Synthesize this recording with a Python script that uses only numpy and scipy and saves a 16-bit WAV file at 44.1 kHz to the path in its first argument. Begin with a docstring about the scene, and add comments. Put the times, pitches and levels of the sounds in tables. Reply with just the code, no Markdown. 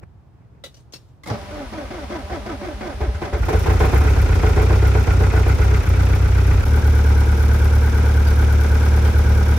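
"""Cold start of a compact loader's diesel

A four-cylinder engine in an open yard: cloth scuffs and clicks in the cab, then the starter bangs in and
groans through each compression as noise and gear tones in housing resonances. Single ignitions knock, the
engine catches, misfires and clears; from 6.6 s it is heard at a faster idle. Its layers are blows timed by
the crank. Two late clacks are boots on steel and gravel."""
import sys
import numpy as np
from scipy import signal
from scipy.fft import rfft, irfft, next_fast_len
from scipy.io import wavfile
from scipy.ndimage import uniform_filter1d, minimum_filter1d

SR = 44100
rng = np.random.default_rng(int(sys.argv[2]) if len(sys.argv) > 2 else 0)


def wrap_up_sound(samples):
    """Save the sound to the file named by the first command line argument, as 16-bit audio."""
    columns = np.atleast_2d(samples).T
    # keep every value between -1 and 1, then stretch to whole-number steps
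    tamed = np.clip(columns, -1, 1)
    steps = np.round(tamed * 32767).astype(np.int16)
    wavfile.write(sys.argv[1], SR, steps)


N = 422478
T = np.arange(N) / SR
HZ = np.fft.rfftfreq(N, 1 / SR)

# engine speed: time_s, firings_per_s
SPEED_CURVE = [(3.37, 28.2), (3.62, 29.03), (3.9, 32.93), (4.12, 34.09), (4.38, 28.38), (4.87, 32.7),
               (5.17, 30.14), (5.68, 32.59), (5.92, 30.09), (6.15, 31.71), (6.6, 31.39), (6.68, 37.01),
               (7.15, 35.66), (7.55, 36.56), (8.3, 36.3), (9.58, 36.68)]
# cylinders in firing order, relative levels: exhaust_db, block_db, valve_tick_db, cold_rap_db
CYLINDER_LEVELS = [(1.5, -3, 20, 7), (8, -3.5, 22, 11.5), (5, -1, 24.5, 4), (4.5, -4.5, 20, 9.5)]
# starter strokes: start_s, level_db, gear_pitch_hz as it lets go, time to be dragged to a crawl_s
STROKES = [(1.309, -29.5, 216.2, 0.044), (1.509, -33, 316, .16), (1.724, -31.5, 338, 0.13),
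           (1.904, -32.5, 373.3, 0.15), (2.098, -29, 385.4, 0.11), (2.297, -28.5, 387, 0.097),
           (2.456, -29, 380.3, 0.1), (2.612, -31, 385.8, 0.13), (2.806, -29, 388.8, .122),
           (3.005, -29, 450, .07), (3.216, -27, 539, 0.081), (3.325, -28.5, 440, 0.069)]
# single ignitions before the engine catches: start_s, knock_db, boom_db
SINGLE_IGNITIONS = [(2.308, -29, -25), (3.006, -16.5, -14), (3.068, -30, -10), (3.136, -36, -17),
                    (3.216, -16.5, -28), (3.325, -25, -13)]
# spectrum of the exhaust pipe: freq_hz, level_db
PIPE_SPECTRUM = [(18, -39.5), (28, -63), (36, -10), (46, 7), (62, 2), (74, 8.5), (95, 0.5), (110, -2),
                 (135, -15), (170, -44.5), (300, -29), (700, -103)]
# spectrum of the starter gears: freq_hz, level_db
GEAR_SPECTRUM = [(90, 4), (200, 3.5), (380, -2), (470, 3), (620, 2), (850, 0), (1100, -5), (1570, -9.5),
                 (2200, -12), (2800, -20), (5500, -19), (8000, -37.5), (15000, -70)]
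KNOCK_RISE_S = 0.006


def gain_of(db):
    """Decibels to gain."""
    return 10 ** (np.asarray(db) / 20)


def evened(x):
    """Scales to rms 1."""
    return x / np.sqrt(np.mean(x ** 2) + 1e-20)


def read(points, hz):
    """Reads a spectrum on a log-frequency axis."""
    f, value = np.transpose(points)
    return np.interp(np.log(hz + 1), np.log(f + 1), value)


def add(mix, s, sound):
    """Adds a sound to the mix at time s."""
    part = mix[..., max(round(s * SR), 0):][..., :sound.shape[-1]]
    part += sound[..., :part.shape[-1]]


def causal(spectrum, size=16384):
    """Minimum-phase impulse response of unit energy: the body rings only after the blow."""
    log_gain = np.log(gain_of(read(spectrum, abs(np.fft.fftfreq(size, 1 / SR)))))
    min_phase = np.exp(np.conj(signal.hilbert(log_gain)))
    ring = np.fft.ifft(min_phase).real[:size // 2]
    return ring / np.linalg.norm(ring)


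def colour(x, spectrum):
    """Passes two streams through a body with this spectrum."""
    return signal.oaconvolve(x, causal(spectrum)[None], axes=1)[:, :N]


def resonate(x, hz, width_hz):
    """One-pole resonance of gain 1, made by shifting hz to zero and smoothing."""
    turn = np.exp(2j * np.pi * np.cumsum(hz * np.ones(N)) / SR)
    r = np.exp(-np.pi * width_hz / SR)
    smoothed = signal.lfilter([1 - r], [1, -r], x / turn + 1e-18)
    return 2 * (turn * smoothed).real


def hiss(size=N):
    """White noise in two independent streams."""
    return rng.standard_normal((2, size))


def burst(rise_s, t60_s, size=13000):
    """A blow scattered over many panels: noise that swells fast, dies away and is cut at size samples."""
    t = T[:size]
    return hiss(size) * (1 - np.exp(-t / rise_s)) * gain_of(-60 * t / t60_s)


def drift(per_s):
    """Smooth chance of rms 1, with per_s new values a second."""
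    return evened(np.interp(T * per_s, np.arange(4000), rng.standard_normal(4000)))


def scatter(x, t60_s):
    """Many panels throw a sound into both streams, smearing its pitch."""
    paths = burst(0.011, t60_s)
    return signal.oaconvolve(x[None], paths / np.linalg.norm(paths[0]), axes=1)[:, :N]


def below(x, hz, order):
    """The part of a sound below hz, by a zero-phase roll-off."""
    size = next_fast_len(N + SR)
    f = np.fft.rfftfreq(size, 1 / SR)
    return irfft(rfft(x, size) / (1 + (f / hz) ** order), size)[:, :N]


def limit(x, ceiling, size):
    """Look-ahead limiter: gain eases down around each peak above the ceiling."""
    gain = np.minimum(1, ceiling / (abs(x).max(0) + 1e-9))
    return x * uniform_filter1d(minimum_filter1d(gain, size), size)


def spread(x):
    """Stream 0 feeds both microphones alike, stream 1 in opposite sign; their share and tilt vary with pitch."""
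    # left-right likeness: freq_hz, correlation
    likeness = [(60, 0.7), (100, 1), (160, 0.45), (270, 0.64), (450, 0.88), (740, 0.093), (2000, 0.39),
                (3300, 0.17), (15000, 0.037)]
    # left minus right: freq_hz, tilt_db
    tilt = [(100, -0.5), (250, -0.5), (600, -0.5), (1300, -1.4), (2600, .5), (5000, 4), (9000, -0.5)]
    common, opposed = rfft(x)
    same = np.clip(read(likeness, HZ), 0, 1)
    half_tilt_db = read(tilt, HZ) / 2
    side = opposed * np.sqrt((1 - same) / (1 + same))
    left = (common + side) * gain_of(half_tilt_db)
    right = (common - side) * gain_of(-half_tilt_db)
    return irfft(np.array([left, right]), N)


def faster_idle():
    """0 at the slow idle, 1 at the faster one."""
    return np.interp(T, [6.6, 6.72], [0, 1])


def crank():
    """Crank position in firings: the integral of the firing rate, offset by -0.4."""
    s, rate = np.transpose(SPEED_CURVE)
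    return np.cumsum(np.interp(T, s, rate) * (T > s[0])) / SR - .4


def firings(lag, advance=0):
    """Event times and cylinders, lag firings after the exhaust peak, advance firings earlier at fast idle."""
    turns = crank() + advance * faster_idle()
    k = np.arange(int(turns[-1]) + 1)
    turning = T > SPEED_CURVE[0][0]
    return np.interp(k + lag, turns[turning], T[turning]), k % len(CYLINDER_LEVELS)


def running(x, axis):
    """Evens an engine layer while it runs, then gives it its column of the running levels."""
    # running levels, before each layer's trim: time_s, exhaust_db, block_db, valve_gear_db
    levels = [(3.3, -21, -37, -48), (3.6, -15, -28.5, -39), (4.4, -9, -27, -42), (5.8, -9.5, -28.5, -41.5),
              (6.6, -7.5, -28.5, -42), (6.73, -16, -29, -40), (9.58, -16, -28.5, -39)]
    rows = np.array(levels)
    rms = np.sqrt(np.mean(x[..., T > rows[0, 0]] ** 2))
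    return x / rms * gain_of(np.interp(T, rows[:, 0], rows[:, axis]))


def yard():
    """Distant traffic rumble in the open air: steady coloured noise."""
    # rumble spectrum: freq_hz, level_db
    spectrum = [(15, -35), (25, -22), (66, 0.5), (90, 0), (103, 0), (125, 1.5), (142, -6.5), (231, -18.5),
                (373, -19), (462, -25), (833, -26), (2800, -45), (15000, -63)]
    return gain_of(-47.5) * colour(hiss(), spectrum)


def rustles(grain_db=4):
    """Clothes scuff on the seat in short swells of grainy noise."""
    # shifts in the seat: start_s, length_s, level_db
    shifts = [(0.0, 0.059, -43.5), (0.127, 0.066, -61), (0.324, 0.18, -53), (0.5, 0.13, -52)]
    # cloth spectrum: freq_hz, level_db
    spectrum = [(75, 22), (200, 17), (500, 5), (1000, -5), (2500, -9), (3200, -31), (5500, -29),
                (9000, -36), (15000, -47)]
    level = sum(gain_of(db) * np.sin(np.pi * np.clip((T - s) / length, 0, 1)) for s, length, db in shifts)
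    grain = evened(gain_of(grain_db * drift(148.4)))
    return colour(hiss() * level * grain, spectrum)


def clicks(t60_s=0.12, rise_s=0.0011, tail_t60_s=0.72, clack_db=-2, ring_db=-15, tail_db=-23):
    """A noise clack and one rebound, mode clusters of small steel parts, and a faint tail from the cab."""
    # cab clicks, solenoid, boots on steel and gravel: start_s, level_db, pitch_factor, ringing_part
    hits = [(0.638, -35, 0.99, "latch"), (0.643, -48, 0.87, "latch"), (0.742, -51, 1.06, "switch"),
            (0.768, -54.5, 1.1, "switch"), (0.8, -64, 1.57, "switch"), (0.923, -46, 1.2, "switch"),
            (0.935, -36, 0.99, "switch"), (1.085, -69, 1.3, "switch"), (1.234, -43, 0.54, "latch"),
            (1.258, -43, 0.38, "latch"), (1.271, -36, 0.56, "latch"), (8.268, -38, 1.23, "latch"),
            (9.05, -37, 0.8, "latch")]
    # latch modes: freq_hz, level_db, t60_s
    latch_modes = [(546, 7.5, 0.12), (1320, -6, .08), (2030, 4, 0.1), (2250, 1, 0.068), (3020, 3, 0.12),
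                   (3569, 1, 0.16), (3800, 7, 0.1), (3930, 7, 0.14), (6130, -8, 0.1)]
    # switch modes: freq_hz, level_db, t60_s
    switch_modes = [(570, 4, 0.08), (2720, 5.5, 0.082), (3450, -10, 0.1), (4064, -1, 0.12),
                    (4400, 1.5, .09), (4452, 3, 0.1), (4900, 1, 0.1), (5507, 7, 0.083), (5600, 2, 0.13),
                    (6600, -2, 0.1)]
    # clack spectrum: freq_hz, level_db
    spectrum = [(180, -8), (300, 2), (577, -3), (1150, -13), (1310, -9), (2040, -10), (2360, -11),
                (3860, -6), (11900, -18), (15000, -25)]
    t, clack, rings = T[:13000], np.zeros((2, N)), np.zeros((2, N))
    rebounds = [(s + .022, db - 9.5, size, part) for s, db, size, part in hits]
    for s, db, size, part in hits + rebounds:
        blow = burst(rise_s, t60_s) + gain_of(tail_db) * burst(0.0083, tail_t60_s)
        add(clack, s, gain_of(db + clack_db) * blow)
        ring = np.zeros((2, len(t)))
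        for hz, level_db, life_s in latch_modes if part == "latch" else switch_modes:
            for _ in range(3):  # each mode is a cluster of three
                pitch_hz = (hz + rng.uniform(-45, 45)) * size
                tone = np.sin(2 * np.pi * (pitch_hz * t + rng.random((2, 1))))
                ring += gain_of(level_db - 60 * t / life_s) * tone
        add(rings, s, gain_of(db + ring_db) * ring * (1 - np.exp(-t / rise_s)))
    return colour(clack, spectrum) + rings


def gear(hz, tooth_wobble=.022):
    """Tooth count and tone of one mesh: the pitch strays by a share, each partial flutters on its own."""
    teeth = np.cumsum(hz * (1 + tooth_wobble * drift(220))) / SR
    tone = np.zeros(N)
    for n in range(1, 7):
        flutter = gain_of(2.5 * drift(90))
        tone += flutter * np.cos(2 * np.pi * n * (teeth + rng.random())) / n ** .6
    return teeth, tone


def starter(race_s=.005, drag=1.4, crawl_hz=242.3, slowest_hz=199.3, off_s=3.4, reduction_ratio=1.47,
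            reduction_db=-10, coast_db=-12, swell_db=-3, whine_db=1, grind_db=-6, ring_db=-9, echo_db=-7,
            worn_db=2.5, whirr_db=-44, bang_db=-20):
    """The pinion grinds on the ring gear; after each compression it races, then the next drags it down."""
    # housing resonances: freq_hz, width_hz, level_db
    housing = [(217.7, 27, 3), (310, 40, 4.5), (384, 52, 1.5), (473, 43, 2.5), (576, 33, 6), (800, 61, 2.5),
               (986, 19, 1), (1280, 90, -3), (1520, 61, 0), (2120, 420, -8), (3370, 220, -8.5)]
    # brush and armature spectrum: freq_hz, level_db
    whirr_spectrum = [(300, 7.5), (900, 10), (2300, 5.5), (3400, 1.5), (5600, -3), (7500, -11), (10400, -9),
                      (14000, -21), (15500, -20)]
    rows = np.array(STROKES)
    start, db, top_hz, crawl_s = rows[np.maximum(np.searchsorted(rows[:, 0], T) - 1, 0)].T
    since_s = np.maximum(T - start, 0)
    part = since_s / crawl_s
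    on = (T > rows[0, 0]) & (T < off_s)
    stroke = gain_of(db + np.interp(part, [0, .5, .85, 1.2], [swell_db, 0, -4, coast_db]))
    load = uniform_filter1d(on * stroke, size=200)
    hz = np.maximum(top_hz - abs(top_hz - crawl_hz) * part ** drag, slowest_hz)
    hz = hz - (hz - crawl_hz) * np.exp(-since_s / race_s)
    teeth, mesh = gear(hz)
    # the reduction gear sings above the pinion
    mesh = mesh + gain_of(reduction_db) * gear(reduction_ratio * hz)[1]
    # worn teeth bite unevenly
    bite = 0.54 + np.exp(-(teeth % 1) / 0.35)
    scrape = evened(hiss() * bite * gain_of(worn_db * drift(160)))
    # tooth harmonics slide through the housing resonances, summed in alternating sign
    ring, whine = 0, 0
    for k, (f, width_hz, level_db) in enumerate(housing):
        gain = (-1) ** k * gain_of(level_db)
        ring = ring + gain * resonate(scrape, f, width_hz)
        whine = whine + gain * resonate(mesh, f, width_hz)
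    tone = gain_of(whine_db) * load * whine / np.std(whine[on])
    out = load * (gain_of(grind_db) * colour(scrape, GEAR_SPECTRUM) + gain_of(ring_db) * evened(ring))
    out += gain_of(echo_db) * scatter(tone, .08)
    out += tone * np.array([[.8], [0]])  # direct whine, common to both microphones
    # brushes and armature whirr on evenly
    out += gain_of(whirr_db) * uniform_filter1d(on * 1., size=900) * colour(hiss(), whirr_spectrum)
    bang = np.zeros((2, N))
    rough = gain_of(worn_db * drift(151)[:13000])
    add(bang, 1.258, gain_of(bang_db - 12.0) * burst(0.016, 1.0) * rough)
    add(bang, 1.298, gain_of(bang_db) * burst(0.0032, 0.11))
    return out + colour(bang, GEAR_SPECTRUM)


def pinion(rise_s=.004, t60_s=0.41, grit_db=4):
    """Tooth ends scrape brightly as the pinion slides into the ring gear: one gritty noise burst."""
    # pinion engagement: start_s, level_db
    meshing = (1.27, -51.5)
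    # scrape spectrum: freq_hz, level_db
    spectrum = [(2000, -12), (6000, -8), (9500, 4), (14000, -2), (15500, -8)]
    s, db = meshing
    out = np.zeros((2, N))
    add(out, s, gain_of(db) * burst(rise_s, t60_s))
    return colour(out * evened(gain_of(grit_db * drift(220))), spectrum)


def shake(level_db=-39):
    """Frame shudder: pipe-coloured noise that grows as the starter turns, then stays."""
    growth = np.interp(T, [1.28, 1.32, 3.3, 3.5], [0.012, 0.73, 1.5, 3.6])
    return gain_of(level_db) * colour(hiss(), PIPE_SPECTRUM) * growth


def thumps(rise_s=0.011, puff_lead_s=.0627, puff_db=-25.5, puff_hz=60.4, boom_delay_s=.0093, boom_hz=66.4):
    """Engagement jolt, air puffs of cranking and first ignitions each ring low for a few cycles."""
    # frame jolt as the pinion engages: start_s, level_db, nominal pitch_hz
    jolt = (1.307, -19, 99)
    puffs = [(s - puff_lead_s, puff_db, puff_hz) for s, *_ in STROKES[2:-1]]
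    booms = [(s + boom_delay_s, db, boom_hz) for s, _, db in SINGLE_IGNITIONS]
    t, out = T[:8000], np.zeros(N)
    swell = t / rise_s * np.exp(1 - t / rise_s)
    for s, db, nominal_hz in [jolt] + puffs + booms:
        pitch_hz = nominal_hz * rng.uniform(0.89, 1.17)
        add(out, s, gain_of(db) * swell * np.sin(2 * np.pi * pitch_hz * t))
    return out


def backlash(rise_s=0.0086, t60_s=0.1, level_db=-28):
    """As each compression lets go, the ring gear overtakes the pinion and the teeth slap."""
    out = np.zeros((2, N))
    for s, *_ in STROKES[2:-1]:
        add(out, s, burst(rise_s, t60_s))
    return gain_of(level_db) * colour(out, GEAR_SPECTRUM)


def knock(own, spectrum, t60_s, loose):
    """One blow of set energy: the frame answers much the same each time, loose parts differently."""
    raw = own + loose * burst(KNOCK_RISE_S, t60_s)
    ring = colour(raw, spectrum)
    return ring * np.linalg.norm(own) / np.linalg.norm(ring)


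def knocks(thud_t60_s=.13, crack_t60_s=.11, loose=0.58):
    """Late, violent ignitions hammer the frame: single thuds, then pairs of dull thud and bright crack."""
    # double knocks: start_s, thud_db, gap_s until the crack, crack_db
    pairs = [(3.142, -39, 0.0018, -30), (3.327, -19, .002, -27), (3.424, -23, .002, -32),
             (3.482, -10, 0.0043, -28), (3.528, -9, .006, -31), (3.657, -9.5, 0.036, -27),
             (3.692, -11.5, 0.067, -28), (3.728, -23, 0.0023, -39), (3.8, -8.5, 0.0029, -22),
             (3.838, -11.5, 0.0022, -34), (3.882, -18, .002, -36), (3.93, -9.5, .028, -20),
             (4.006, -16.5, 0.002, -36), (4.046, -16, 0.022, -23), (4.161, -17.5, 0.03, -28),
             (4.245, -27, .002, -41), (4.292, -20.5, 0.029, -31), (4.43, -12, 0.027, -22),
             (4.462, -17.5, 0.0024, -33), (4.568, -10.5, 0.026, -28), (4.608, -14, .002, -34),
             (4.698, -12.5, 0.028, -29), (4.734, -21.5, 0.0022, -37), (4.822, -13.5, 0.027, -22),
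             (4.854, -23, .002, -35), (4.948, -12.5, 0.029, -23), (5.071, -16, 0.035, -25),
             (5.204, -14, 0.032, -21.5), (5.334, -14, 0.026, -20), (5.368, -15.5, .002, -34),
             (5.462, -14.5, 0.033, -20), (5.587, -17.5, 0.026, -21), (5.71, -22.5, 0.03, -23),
             (5.968, -34, 0.021, -25), (6.482, -30, 0.0032, -31)]
    # thud spectrum: freq_hz, level_db
    thud_spectrum = [(100, 5.5), (250, -6), (300, -4), (345, 5.5), (385, 0.5), (431, 15), (480, 1),
                     (545, -11.5), (600, 0), (670, -6.5), (755, 1), (830, -11), (910, -4.5), (1150, -13),
                     (1550, -12.5), (1800, -16), (2400, -20), (2900, -27.5), (6000, -36), (15000, -46)]
    # crack spectrum: freq_hz, level_db
    crack_spectrum = [(200, 5), (450, -9), (800, 3), (1100, -10), (1400, 10), (1600, -1), (1780, -15),
                      (2050, 2.5), (2550, -18), (2900, -18), (7000, -20), (15000, -53)]
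    out = np.zeros((2, N))
    thud, crack = burst(KNOCK_RISE_S, thud_t60_s), burst(KNOCK_RISE_S, crack_t60_s)
    for s, db, *_ in SINGLE_IGNITIONS + pairs:
        add(out, s, gain_of(db) * knock(thud, thud_spectrum, thud_t60_s, loose))
    for s, _, gap, db in pairs:
        add(out, s + gap, gain_of(db) * knock(crack, crack_spectrum, crack_t60_s, loose))
    return out


def exhaust(lag=-0.52, uneven_db=2.0, level_db=2.0, cold_loss_db=-21, warm_s=4.62):
    """One pulse a firing booms in the muffler; cylinder 0 burns weakly until warm, misfires leave holes."""
    # misfires: time_s, level_change_db
    misfires = [(5.06, -18), (5.575, -23), (5.825, -17), (5.855, -18.5), (6.625, -11.5), (6.815, -10),
                (9.13, -18)]
    times, cylinder = firings(lag)
    peaks = firings(0)[0]
    db = np.array(CYLINDER_LEVELS)[cylinder, 0] + uneven_db * rng.standard_normal(len(times))
    db += cold_loss_db * (cylinder == 0) * (peaks < warm_s)
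    for s, loss_db in misfires:
        db[np.argmin(abs(peaks - s))] += loss_db
    pulses = np.zeros(N)
    pulses[np.minimum((times * SR).astype(int), N - 1)] = gain_of(db)
    boom = signal.oaconvolve(pulses, causal(PIPE_SPECTRUM))[:N]
    return gain_of(level_db) * running(boom, axis=1)


def block(lag=.15, t60_s=0.23, loose=0.35, uneven_db=1.0, level_db=-1.0, fast_db=-2):
    """Each cylinder strikes the block in its own repeating way; loose parts rattle differently each time."""
    # block spectrum at slow idle: freq_hz, level_db
    slow_spectrum = [(90, -22), (150, -4), (185, -8), (280, -8), (440, -8), (530, -12), (680, -20),
                     (760, -15.5), (950, -18), (1080, -26), (1400, -16), (1750, -49), (2100, -33),
                     (2800, -34), (6000, -37), (15000, -55)]
    # block spectrum at fast idle: freq_hz, level_db
    fast_spectrum = [(90, -37), (150, -21.5), (185, -11.5), (280, -10.5), (450, -9.5), (530, -12),
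                     (700, -20), (800, -12.5), (980, -17.5), (1070, -28), (1350, -13.5), (1800, -28.5),
                     (2250, -20.5), (2800, -34), (6000, -38.5), (15000, -53)]
    own, out = [burst(0.0024, t60_s) for _ in CYLINDER_LEVELS], np.zeros((2, N))
    for s, k in zip(*firings(lag)):
        blow = own[k] + loose * burst(0.00085, t60_s)
        add(out, s, blow * gain_of(CYLINDER_LEVELS[k][1] + uneven_db * rng.standard_normal()))
    slow = colour(out * (1 - faster_idle()), slow_spectrum)
    fast = gain_of(fast_db) * colour(out * faster_idle(), fast_spectrum)
    return gain_of(level_db) * running(slow + fast, axis=2)


def clatter(hz, length_s, width_hz, rise_s, size=2400, t60_s=.085):
    """Sheet metal chatters around one pitch: band noise held for length_s, then decaying."""
    t, f = T[:size], np.fft.rfftfreq(size, 1 / SR)
    ring = irfft(rfft(hiss(size)) * np.exp(-((f - hz) / width_hz) ** 2), size)
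    ring *= np.minimum(t / rise_s, 1) * gain_of(-60 * np.maximum(t - length_s, 0) / t60_s)
    return np.sqrt(length_s) * ring / np.linalg.norm(ring, axis=1, keepdims=True)


def cover(lag=0.022, rise_s=0.0018, width_hz=120, loose=0.38, slow_db=-13, fast_db=-9.0):
    """Each cylinder shakes a sheet-metal cover in its own repeating way, more strongly at the faster idle."""
    # clatter per cylinder in firing order: level_db, pitch_hz, length_s
    chatter = [(0, 1533, 0.021), (4.5, 1478, 0.016), (0, 1500, 0.012), (0.5, 1480, 0.0047)]
    own = [clatter(hz, length, width_hz, rise_s) for _, hz, length in chatter]
    out = np.zeros((2, N))
    for s, k in zip(*firings(lag)):
        db, hz, length = chatter[k]
        add(out, s, gain_of(db) * (own[k] + loose * clatter(hz, length, width_hz, rise_s)))
    return running(out, axis=2) * gain_of(slow_db + (fast_db - slow_db) * faster_idle())


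def valves(lag=-0.21, advance=0.14, t60_s=0.077, rise_s=0.0098, grit_db=3, uneven_db=2.3, tick_db=-11):
    """Injectors and tappets spit a gritty tick each firing over the pulsing wash of gears and fan."""
    # tick spectrum: freq_hz, level_db
    tick_spectrum = [(2000, -10), (5000, 0), (7700, -9.5), (10200, 0.5), (11500, 0), (13000, 2),
                     (15500, -10)]
    # wash spectrum: freq_hz, level_db
    wash_spectrum = [(1000, 15), (2500, 7.5), (3500, 8), (4500, 0.5), (5000, 3), (5500, 9), (6000, 4.5),
                     (6700, 2.5), (7700, -5), (10000, 0), (15000, -22)]
    own, out = [burst(rise_s, t60_s) for _ in CYLINDER_LEVELS], np.zeros((2, N))
    for s, k in zip(*firings(lag, advance)):
        add(out, s, own[k] * gain_of(CYLINDER_LEVELS[k][2] + uneven_db * rng.standard_normal()))
    grit = gain_of(grit_db * evened(uniform_filter1d(rng.standard_normal(N), 40)))
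    turns = crank()
    pulse = 1 + 0.45 * np.cos(2 * np.pi * (turns - .2 + advance * faster_idle()))
    wash = hiss() * np.clip(turns + 0.3, 0, 1) * pulse * np.sqrt(grit)
    ticks = gain_of(tick_db) * running(colour(out * grit, tick_spectrum), axis=3)
    return ticks + running(colour(wash, wash_spectrum), axis=3)


def rap(lag=.32, t60_s=0.22, uneven_db=1.4, level_db=-9.0):
    """At the slow idle each cold cylinder ignites with a short, bright rap."""
    # rap spectrum: freq_hz, level_db
    spectrum = [(300, -14), (800, -11), (1100, -6.5), (1400, 2), (1580, -9), (1750, -2.5), (2100, -2),
                (2550, -3), (2900, -15.5), (7000, -26.5), (15000, -69)]
    out = np.zeros((2, N))
    for s, k in zip(*firings(lag)):
        db = CYLINDER_LEVELS[k][3] + uneven_db * rng.standard_normal()
        add(out, s, burst(0.00053, t60_s) * gain_of(db))
    return gain_of(level_db) * running(colour(out, spectrum), axis=2) * (1 - faster_idle())


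def tappets(lag=-0.069, advance=.16, scatter_s=0.0036, level_db=-12, count=7):
    """Needle-sharp ticks reach both microphones directly; each one's delay between them sets its direction."""
    # tick spectrum: freq_hz, level_db
    spectrum = [(2000, -25), (5500, -8), (7700, -13), (10200, -4), (11500, -5), (14000, -1), (15500, 6)]
    out = np.zeros((2, N))
    for s, k in zip(*firings(lag, advance)):
        for _ in range(count):
            tick = np.zeros((2, 8))
            # left lands 1 sample before to 3 after right
            tick[0, rng.integers(2, 7)] = tick[1, 3] = rng.choice([-1, 1])
            db = CYLINDER_LEVELS[k][2] + rng.uniform(-8.4, 8.1)
            add(out, s + scatter_s * rng.standard_normal(), tick * gain_of(db))
    return gain_of(level_db) * running(colour(out, spectrum), axis=3)


def hum(waver_db=2.5, waver_turns=.067):
    """At the faster idle panels pick single orders out of the engine's shaking, wavering in level and phase."""
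    # panel lines: multiple_of_firing_rate, rms_level_db
    orders = [(3.75, -40), (5, -38), (5.25, -41), (6.25, -39), (7, -41.5), (8, -54), (9.25, -44.5),
              (9.5, -46), (10, -50.5), (10.5, -46), (11, -49.5), (12, -46), (12.25, -43.5), (12.5, -50),
              (13, -51.5), (13.5, -56)]
    turns, lines = crank(), np.zeros(N)
    for order, db in orders:
        level = gain_of(db + waver_db * drift(12))
        phase = order * turns + waver_turns * drift(8) + rng.random()
        lines += level * np.cos(2 * np.pi * phase)
    return np.sqrt(2) * faster_idle() * lines


def scene():
    """Machine and yard spread in stereo, bass sources in the middle; a left delay sets it a little right."""
    engine = block() + cover() + valves() + rap() + knocks()
    cranking = starter() + pinion() + backlash() + shake()
    wide = spread(engine + cranking + clicks() + rustles() + yard())
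    left, right = wide + exhaust() + hum() + thumps()
    return np.array([np.pad(left, (2, 0))[:N], right]) + tappets()


def record(dry, low_cut_hz=33, edge_hz=15750):
    """Limits the bass, dips the level briefly at 6.65 s, adds microphone colour and band limits."""
    # microphone's top-octave dip and peak: freq_hz, level_db
    mic = [(11200, 0), (11800, -11), (12200, -14), (12700, 3), (13300, 3), (14600, 6), (15400, -1)]
    bass = below(dry, 150, order=8)
    held = dry - bass + limit(bass, ceiling=.44, size=400)
    held = held - below(held, low_cut_hz, order=10)
    dip = 1 - .85 * np.exp(-((T - 6.649) / .004) ** 2)
    hz = np.linspace(0, SR / 2, 513)
    response = gain_of(read(mic, hz)) * (hz < edge_hz)
    band = signal.firwin2(401, hz, response, window=("kaiser", 9), fs=SR)
    return signal.oaconvolve(held * dip, band[None], "same", axes=1)


dry = scene()
out = record(dry)
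wrap_up_sound(out)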